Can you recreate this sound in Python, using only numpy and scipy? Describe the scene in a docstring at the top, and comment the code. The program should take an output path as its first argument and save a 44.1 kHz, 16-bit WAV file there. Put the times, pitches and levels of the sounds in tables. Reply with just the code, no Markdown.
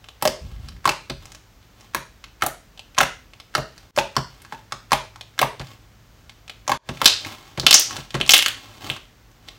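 """Wet snaps with a short hollow ring and a soft knock: a hand pokes, folds and kneads sticky slime on a table.
Each poke pops pockets of air: sagging sine rings, torn-film noise and the struck modes of the wooden table.
Between pokes come sticky ticks, dragging rustle, hand knocks and, early on, a low flutter of filtered noise.
Then the fist squeezes the folded lump and trapped bubbles burst, loud enough to overload the microphone.
The slime rings out in a small room, over quiet air and a faint appliance hum."""
import sys
import numpy as np
from scipy import signal
from scipy.fft import rfft, irfft
from scipy.io import wavfile

SR = 44100
rng = np.random.default_rng(int(sys.argv[2]) if len(sys.argv) > 2 else 0)


def inscribe(sig):
    """Save sig as 16-bit PCM at rate SR to the path in sys.argv[1].

    A 1-D sig is mono; a 2-D sig holds one channel per row.
    Samples are clipped to [-1, 1] before scaling.
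    """
    pcm = np.round(np.clip(np.atleast_2d(sig).T, -1, 1) * 32767)
    wavfile.write(sys.argv[1], SR, pcm.astype(np.int16))


N = 422478

# Air pockets opened by the fingers, one or several in a poke. Each row: start in seconds, middle of the
# cavity's pitch sag in Hz, ring level in dB, snap centre in Hz, snap level in dB, sizzle in dB; sizzle
# minus snap level sets the balance inside the snap.
POCKETS = [(0.2244, 920, -15.5, 4850, -19.5, -12), (.2532, 666, -11, 2730, -18, -20),
           (0.2755, 570, -17.5, 5070, -15.5, -23.5), (0.8548, 1077, -10.5, 7300, -24.5, -26),
           (.8754, 930, -13.5, 4700, -20.5, -27.5), (.892, 924, -15, 2530, -13.5, -32),
           (1.9474, 1010, -15.5, 1710, -17.5, -19.5), (2.422, 1307, -12, 1930, -18.5, -29.5),
           (2.4358, 723, -21.5, 9000, -27, -17), (2.464, 740, -20.5, 8100, -17.5, -1),
           (2.9793, 1057, -11.5, 3400, -32, -45), (2.985, 994, -12, 5800, -10.5, -32),
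           (3.005, 1404, -8.5, 2240, -32, -20.5), (3.011, 817, -13.5, 3000, -14.5, -16),
           (3.0315, 1390, -15.5, 2300, -20.5, -27), (3.551, 1340, -13, 5030, -15.5, -55),
           (3.5802, 667, -20, 2300, -34, -31), (3.976, 633, -10, 4360, -31, -21),
           (3.987, 905, -13.5, 2430, -14, -40), (4.1657, 1026, -13.5, 4800, -16, -37),
           (4.5234, 940, -23, 2300, -45.5, -59), (4.722, 1202, -23.5, 5000, -25.5, -46.5),
           (4.919, 1004, -9.5, 4740, -17, -37), (4.931, 877, -12, 2600, -13.5, -21),
           (5.391, 1485, -17.5, 3530, -15, -23), (5.4152, 670, -13, 2320, -16, -15),
           (5.4276, 980, -10.5, 2325, -40, -43), (6.6783, 957, -20, 6140, -21, -47),
           (6.6947, 866, -15, 2300, -26, -27), (6.7175, 1015, -11, 2700, -18.5, -30),
           (7.016, 980, -12.5, 3220, -19, -23)]


def amp(db):
    """Decibels to gain."""
    return 10 ** (np.asarray(db) / 20)


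def evened(x):
    """Scales to rms 1."""
    return x / np.sqrt(np.mean(x ** 2) + 1e-20)


def sized(x, db):
    """Gives a transient the energy of a 3 ms pulse whose rms is at this level."""
    pulse_s = 0.003
    return amp(db) * x * np.sqrt(pulse_s * SR / (np.sum(x ** 2) + 1e-20))


def read(points, hz):
    """Reads a spectrum on a log-frequency axis."""
    f, value = np.transpose(points)
    return np.interp(np.log(hz + 1), np.log(f + 1), value)


def curve(points):
    """Reads a control curve at every sample."""
    return np.interp(np.arange(N) / SR, *np.transpose(points))


def coloured(x, points):
    """Gives a long signal a spectrum, at rms 1."""
    gain = amp(read(points, np.fft.rfftfreq(N, 1 / SR)))
    return evened(irfft(rfft(x) * gain, N))


def cut(x, hz, kind, order=2):
    """Causal low-pass or high-pass."""
    sos = signal.butter(order, min(hz, .45 * SR), kind, fs=SR, output="sos")
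    return signal.sosfilt(sos, x)


def add(mix, s, sound):
    """Adds a sound to the mix at time s."""
    part = mix[round(s * SR):][:len(sound)]
    part += sound[:len(part)]


def swells(rows, rise, fall):
    """Gain of a run of gestures: each one rises, holds and dies away; overlaps add in power."""
    t = np.arange(N) / SR
    power = np.zeros(N)
    for s, held, db in rows:
        before, after = np.minimum(t - s, 0), np.maximum(t - s - held, 0)
        power += (amp(db) * np.exp(before / rise - after / fall)) ** 2
    return np.sqrt(power)


def background():
    """Steady filtered noise for room air, a sine for the appliance hum, and a low flutter of swelling noise."""
    # The quiet room. Each row: frequency in Hz, relative level in dB per Hz.
    air_colour = [(20, -18), (45, -1), (70, -8.5), (110, -11.5), (170, -15.5), (260, -19), (400, -23),
                  (800, -25.5), (1600, -27), (2500, -30.5), (4000, -33), (6300, -34), (10000, -45.5),
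                  (16000, -38.5)]
    # Appliance hum. Each row: time in seconds, rms level in dB.
    hum_level = [(0, -64), (4.4, -63), (5, -55), (6.6, -59), (9.58, -60.5)]
    # Low flutter while the lump is first kneaded. Each row: start in seconds, held time in seconds, level in dB.
    flutters = [(.43, 0.097, -33), (.6, 0.12, -36.5), (.74, 0.072, -49), (1.14, .12, -46)]
    air_db, hum_hz = -52, 109
    air = amp(air_db) * coloured(rng.standard_normal(N), air_colour)
    hum = amp(curve(hum_level)) * np.sqrt(2) * np.sin(2 * np.pi * hum_hz * np.arange(N) / SR)
    flutter_colour = [(20, 3.0), (45, 5.0), (110, -3.5), (190, -11.5), (350, -27.5), (2000, -73.0)]
    flutter = coloured(rng.standard_normal(N), flutter_colour)
    return air + hum + flutter * swells(flutters, rise=0.0205, fall=0.088)


def stroke_effort():
    """Gain of the hand's strokes: each builds up, holds and dies away."""
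    # Skin and slime dragging over the wood. Each row: start in seconds, held time in seconds, level in dB.
    strokes = [(.44, 0.088, -54.5), (.62, 0.061, -53), (1.22, 0.1, -54.5), (1.8, 0.048, -56.5),
               (3.77, .06, -58.5), (4.34, 0.26, -59), (5.65, 0.064, -49), (6.14, 0.064, -67),
               (6.94, 0.41, -47.5), (7.26, 0.047, -38.5), (7.4, 0.12, -50.5), (7.6, 0.15, -48),
               (7.91, 0.075, -38.5), (8.16, 0.59, -48.5), (8.85, 0.051, -37), (9.48, 0.024, -52.5)]
    grip_s, let_go_s = 0.036, 0.041
    return swells(strokes, grip_s, let_go_s)


def drag(effort):
    """Sticky friction: a fine rustle with scattered larger crackles, following the hand's stroke."""
    # Friction spectrum. Each row: frequency in Hz, relative level in dB per Hz.
    drag_colour = [(59, -22.5), (100, 12.5), (193, -8.5), (373, 0), (471, -9), (950, -1.5), (1760, -10),
                   (3050, -6.5), (6840, -15.5), (10500, -26), (16000, -21)]
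    grains_per_s, resting_db = 450, -70  # the resting hand still rustles
    struck_now = rng.random(N) < grains_per_s / SR
    grain_gain = amp(5.5 * np.minimum(rng.exponential(1, N), 3))
    grains = struck_now * rng.choice([-1., 1.], N) * grain_gain
    rustle = rng.standard_normal(N) + 1.2 * evened(grains)
    return coloured(rustle, drag_colour) * (effort + amp(resting_db))


def rush(tear, size=2048, count=3):
    """Spectrum of a dying rush of tiny cracks, its energy spread nearly evenly over all frequencies."""
    fade = np.exp(-(np.arange(size) / SR / tear) ** 1.3)
    cracks = np.sign(rng.standard_normal(size)) * fade
    limit = 2 * fade / np.linalg.norm(fade)
    for _ in range(count):  # flatten the spectrum, then hold the fade
        z = rfft(cracks)
        cracks = np.clip(irfft(z / (abs(z) + 1e-12)), -limit, limit)
    return rfft(cracks)


def snap(hz, tear, q, broad_db, sizzle_db, low_hz=1100, high_hz=6800, sizzle_hz=12000):
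    """A film of slime tears: a resonant body, a broad crack around it and sizzle on top, both re the body."""
    z = rush(tear)
    f = 1j * np.linspace(1, SR / 2, len(z))
    body = z / (1 + q * (f / hz + hz / f)) ** 2
    broad = rush(tear) * (f / (f + low_hz)) / (1 + 1.74 * f / high_hz + (f / high_hz) ** 2) ** 2
    sizzle = rush(tear) / (1 + 0.45 * (f / sizzle_hz + sizzle_hz / f)) ** 2
    return sized(irfft(body), 0) + sized(irfft(broad), broad_db) + sized(irfft(sizzle), sizzle_db)


def tick(hz, db, body_db=-9):
    """A tiny strand parts from the skin or the wood, with a little hollow body."""
    top = sized(snap(hz, 0.0029, q=1.6, broad_db=-2.5, sizzle_db=-41.5), db)
    hollow = snap(1000, 0.00095, q=0.61, broad_db=-19, sizzle_db=-38.0)
    return top + sized(hollow, db + body_db)


def ticks(effort):
    """Ticks as the skin lets go, as the fingertip starts each poke, and faintly by chance as the hand works."""
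    # Skin letting go. Each row: start in seconds, centre in Hz, level in dB of the tick's top.
    strands = [(.0421, 2700, -42), (0.0865, 3100, -36.5), (.686, 4420, -35.5), (1.0986, 3910, -25),
               (1.2553, 5800, -39), (1.3193, 6000, -39), (1.3482, 5440, -38.5), (2.2405, 2980, -34),
               (2.776, 3050, -41.5), (2.7934, 2950, -33.5), (2.9474, 2500, -42.5), (3.335, 2670, -41.5),
               (3.4003, 4000, -37), (3.779, 4560, -40.5), (3.963, 5000, -28.5), (4.419, 9600, -44.5),
               (4.449, 1784, -40.5), (5.1589, 946, -36), (5.2101, 3300, -31), (5.379, 1614, -34),
               (5.596, 3780, -33), (5.614, 2200, -35.5), (5.6697, 3750, -42.5), (6.295, 2920, -38),
               (6.479, 2980, -37.5), (6.4963, 2960, -30), (6.8893, 3000, -27.5), (6.972, 2356, -36),
               (7.2484, 1870, -27), (7.5751, 2830, -29.5), (7.908, 1390, -28), (7.9652, 3010, -29),
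               (8.1055, 3275, -33.5), (8.1427, 3000, -24.5), (8.151, 1300, -22.5), (8.2015, 2910, -29),
               (8.2632, 4320, -28.5), (8.2773, 6700, -28.5), (8.964, 1200, -33), (9.4857, 3620, -32.5)]
    poke_gap_s = .1  # a longer pause between pops means a new poke
    touch_lead_s, touch_hz, touch_db = 0.011, 1690, -27  # level re the ring of the poke's first pop
    faint_per_s, faint_hz = 3.1, 3000  # pitch strays up to an octave either way
    faint_db, faint_over_drag_db = -59, 4  # louder during a stroke
    out, pockets = np.zeros(N), np.array(POCKETS)
    for s, hz, db in strands:
        add(out, s, tick(hz, db))
    starts_poke = np.diff(pockets[:, 0], prepend=0) > poke_gap_s
    for s, _, ring_db, *_ in pockets[starts_poke]:
        add(out, s - touch_lead_s, tick(touch_hz, ring_db + touch_db))
    chances = rng.random((120, 3))
    for when, pitch, size in chances[:round(faint_per_s * N / SR)]:
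        gain = amp(faint_db) + amp(faint_over_drag_db) * effort[int(when * N)]
        faint = tick(faint_hz * 2 ** (2 * pitch - 1), 0)
        add(out, when * N / SR, 2 * size * gain * faint)
    return out


def cavity(hz, t60, sag=0.11, upper=1.53, upper_db=-12, lower=0.737, lower_db=-11):
    """The air in a finger hole rings for a few cycles, sagging in pitch as the soft walls give."""
    t = np.arange(4096) / SR
    sagging_hz = hz * (1 + sag * (2 * np.exp(-t / 0.0027) - 1))  # from hz * (1 + sag) to hz * (1 - sag)
    turns = np.cumsum(sagging_hz) / SR
    partials = [(1, 0), (upper, upper_db), (lower, lower_db)]
    ring = sum(amp(db) * np.sin(2 * np.pi * ratio * turns) for ratio, db in partials)
    return ring * amp(-60 * t / t60) * (1 - np.exp(-t / 0.0011))


def table_modes():
    """Frequencies of the table and the dying ring of each mode, as complex rows."""
    # Modes of the wooden table. 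Each row: frequency in Hz, relative level in dB, t60 in seconds.
    wood = [(46.5, -12.5, .4), (62.7, -13.5, 0.31), (82.5, -9, 0.18), (129.3, -7.5, 0.41),
            (136.5, 0.5, 0.23), (164.4, -5.5, 0.27), (211.7, -5.5, 0.21), (252.4, -4, .2), (278, -4, 0.11),
            (347, 2, 0.13), (383.7, -1.5, 0.21), (438, -12.5, 0.12), (557, -0.5, 0.27), (638, -0.5, 0.27),
            (772, -5, 0.097)]
    t = np.arange(SR // 3) / SR
    hz, db, t60 = np.transpose(wood)[:, :, None]
    onset = 1 - np.exp(-t / 0.0024)
    return hz[:, 0], amp(db - 60 * t / t60) * np.exp(2j * np.pi * hz * t) * onset


def struck(rings, weights):
    """Sums the modes with these weights, each stirred in a random phase."""
    phases = np.exp(2j * np.pi * rng.random(len(weights)))
    return ((weights * phases) @ rings).real


def pops(smack_db=-6, lead_db=-29, table_db=-18, reach_hz=230):
    """Air seeps out, then the pocket snaps open, rings and smacks, stirring the table modes near its pitch."""
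    ring_s, ring_hz, ring_law = 0.018, 1040, 0.97  # t60 at this pitch; lower cavities ring longer by this power
    out = np.zeros(N)
    mode_hz, rings = table_modes()
    for s, hz, ring_db, snap_hz, snap_db, sizzle_db in POCKETS:
        seep = snap(1400, 0.0091, q=0.56, broad_db=-11.5, sizzle_db=-11.5)[::-1]  # reversed: swells into the pop
        ring = cavity(hz, ring_s * (ring_hz / hz) ** ring_law)
        film = snap(snap_hz, .0016, q=2.5, broad_db=1, sizzle_db=sizzle_db - snap_db)
        smack = snap(1.064 * hz, 0.0041, q=0.52, broad_db=-19.0, sizzle_db=-27.0)
        nearness = 1 / (1 + ((mode_hz - hz) / reach_hz) ** 2)
        add(out, s - len(seep) / SR, sized(seep, ring_db + lead_db))
        add(out, s, sized(ring, ring_db))
        add(out, s, sized(film, snap_db))
        add(out, s, sized(smack, ring_db + smack_db))
        add(out, s, amp(ring_db + table_db) * struck(rings, nearness))
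    return out


def squelch():
    """The walls of each opened pocket unstick in a few wet grains, each with its own pitch."""
    level_db, spread_db, span_s = -16, 14.5, .028  # loudest grain re the pop's ring, range below it, reach in time
    low_hz, high_hz = 700, 5470
    out = np.zeros(N)
    for s, _, ring_db, *_ in POCKETS:
        for lag, size, pitch in rng.random((3, 3)):
            hz = low_hz * (high_hz / low_hz) ** pitch
            grain = snap(hz, 0.00054, q=1.1, broad_db=-17.5, sizzle_db=-26.5)
            add(out, s + span_s * lag, sized(grain, ring_db + level_db - spread_db * size))
    return out


def knock(modes, db, contact, weight_db, pat_db):
    """A padded blow rings the table under a dull pat; a longer contact stirs the upper modes less."""
    hz, rings = modes
    uneven_db = weight_db * (hz < 100) + rng.normal(0, 1, len(hz))
    weights = amp(uneven_db) / (1 + (hz * contact) ** 2)
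    out = sized(struck(rings, weights), db)
    pat = snap(540, 0.018, q=0.4, broad_db=-14.5, sizzle_db=-37.5)
    add(out, 0, sized(pat, db + pat_db))
    return out


def knocks(pat_db=-5, weight_db=-1):
    """The hand lands on the table between pokes, and the finger drives home behind every pop."""
    # The hand landing. Each row: start in seconds, level of the table's ring in dB, contact time in seconds.
    landings = [(1.097, -21.5, 0.003), (3.577, -20.5, 0.0058), (4.169, -16, 0.0035), (5.599, -22, 0.0078),
                (6.891, -19, 0.0038), (7.577, -18, 0.0042), (7.631, -21.5, 0.0034), (7.98, -26, 0.0071),
                (8.143, -13.5, .0032), (8.202, -20, 0.0017), (8.898, -26, 0.0032)]
    thud_db, thud_contact_s, thud_lag_s = -11.5, 0.0017, .003  # level re the pop's ring
    out, modes = np.zeros(N), table_modes()
    for s, db, contact in landings:
        add(out, s, knock(modes, db, contact, weight_db, pat_db))
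    for s, _, ring_db, *_ in POCKETS:
        thud = knock(modes, ring_db + thud_db, thud_contact_s, weight_db=1.0, pat_db=-1)
        add(out, s + thud_lag_s, thud)
    return out


def bursts():
    """Squeezed bubbles tear open, the big ones for longer, and trail off in stray crackles."""
    # Bubbles in the fist. Each row: start in seconds, level in dB, centre in Hz, sharpness Q, sizzle in dB re body.
    bubbles = [(7.045, -18, 4500, 1, -1), (7.0572, 4, 3930, 1.54, -27.5), (7.077, -10.5, 4370, 1.2, -18),
               (7.598, -18, 4130, 2, -17), (7.6654, 0, 3200, 1.2, -33), (7.7093, -3, 3800, 0.85, -19),
               (7.7283, -2.5, 4200, 1.2, -13), (7.7413, 5.5, 5780, 3.1, -22.5), (7.7533, -13, 5800, 3, -17),
               (7.7962, -13, 7050, .8, 10), (8.2121, -13, 3050, 2.8, -35.5), (8.2928, -2, 3200, 2, -11.5),
               (8.3069, -6.5, 5700, 2.5, -10), (8.3185, -7, 5500, 1.7, -16), (8.3357, 3.5, 3010, 1.7, -9),
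               (8.345, -10, 5600, 1.1, -9.5), (8.366, -10.5, 2800, 1.5, -6.5), (8.379, -14, 7200, 2.3, -2),
               (8.3901, -12.5, 3200, 1.2, -17), (8.4247, -13.5, 3000, 1, -8),
               (8.4612, -11, 2500, 0.81, -15), (8.483, -18, 2430, .7, -5), (8.9, -17, 2900, 1.86, -43.5)]
    tear_s, tear_growth = .0027, .75  # tearing time of a 0 dB bubble; it grows with gain to this power
    crack_db, crack_fall_db = -5.5, -11  # broad crack re body at Q 1, and its change for a tenfold Q
    stray_db, stray_spread_db, stray_span = -22.5, 10, 11  # loudest re the burst, range below, reach in tearing times
    out = np.zeros(N)
    for s, db, hz, q, sizzle_db in bubbles:
        tear = tear_s * amp(db) ** tear_growth
        broad_db = crack_db + crack_fall_db * np.log10(q)
        add(out, s, sized(snap(hz, tear, q, broad_db, sizzle_db), db))
        for lag, size, pitch in rng.random((3, 3)):
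            stray = snap(hz * (.8 + .4 * pitch), 0.00054, q, broad_db, sizzle_db)
            level_db = db + stray_db - stray_spread_db * (size + lag) / 2  # later crackles are fainter
            add(out, s + tear * (1.4 + stray_span * lag), sized(stray, level_db))
    return out


def room(x, wet_db=-8.0, shift_hz=1.7, count=3):
    """Near reflections and tails of sparse taps, dying at their own speed in each band, crossfading in a steady
    cycle."""
    # Decay of the room. Each row: frequency in Hz, t60 in seconds.
    room_t60 = [(100, 0.057), (300, 0.4), (800, 0.26), (2000, 0.37), (5000, 0.38), (9000, 0.34),
                (15000, 0.12)]
    # Colour of the tails. Each row: frequency in Hz, relative level in dB.
    room_colour = [(100, 4.5), (500, 4), (1000, 1.5), (3000, 1), (6000, 1), (10000, 0), (15000, 7)]
    # Reflections from the table top and things on it. Each row: delay in seconds, gain.
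    echoes = [(.0009, 0.087), (.0021, -.2), (.0037, 0.51), (.0058, -0.33), (.0083, .12), (0.0135, 0.067)]
    taps = rng.choice([-1., 1.], (count, SR // 2)) * (rng.random((count, SR // 2)) < 5000 / SR)
    taps *= np.clip((np.arange(SR // 2) / SR - .003) / 0.012, 0, 1)  # silent for 3 ms, then fading in
    hz, t, z = signal.stft(taps, SR, nperseg=256)
    fade_db = read(room_colour, hz)[:, None] - 60 * t / read(room_t60, hz)[:, None]
    tails = signal.istft(z * amp(fade_db), SR, nperseg=256)[1]
    out = np.zeros(N)
    turn = np.arange(N) / SR * shift_hz * count  # the tails crossfade in a steady cycle
    for k, tail in enumerate(tails):
        share = np.sin(np.pi / 2 * np.minimum((turn + k) % count, 2))
        out += amp(wet_db) * signal.oaconvolve(x * share, tail / np.linalg.norm(tail))[:N]
    for delay, gain in echoes:
        add(out, delay, gain * x)
    return out


def scene():
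    """Slime sounds ring out in the room; the hand's knocks and the background come straight to the microphone."""
    effort = stroke_effort()
    slime = pops() + bursts() + squelch() + drag(effort) + ticks(effort)
    mix = slime + room(slime) + knocks() + background()
    return cut(mix, 36, "high", order=5)[None]


def record(dry):
    """Two brief dips in level, overload as hard clipping of the peaks, then the band limit."""
    # Brief dips in level. Each row: start in seconds, depth in dB, recovery time in seconds.
    dips = [(3.909, -21, 0.048), (6.775, -27, 0.099)]
    edge_hz = 15950
    t = np.arange(N) / SR
    dip_db = np.zeros(N)
    for s, depth_db, recovery in dips:
        dip_db += depth_db * (t > s) * np.clip(1 - ((t - s) / recovery) ** 2, 0, 1)
    clipped = np.clip(dry * amp(dip_db), -.9, .9)
    low_pass = signal.firwin(255, edge_hz, window=("kaiser", 8), fs=SR)
    return signal.oaconvolve(clipped, low_pass[None], "same")


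dry = scene()
out = record(dry)
inscribe(out)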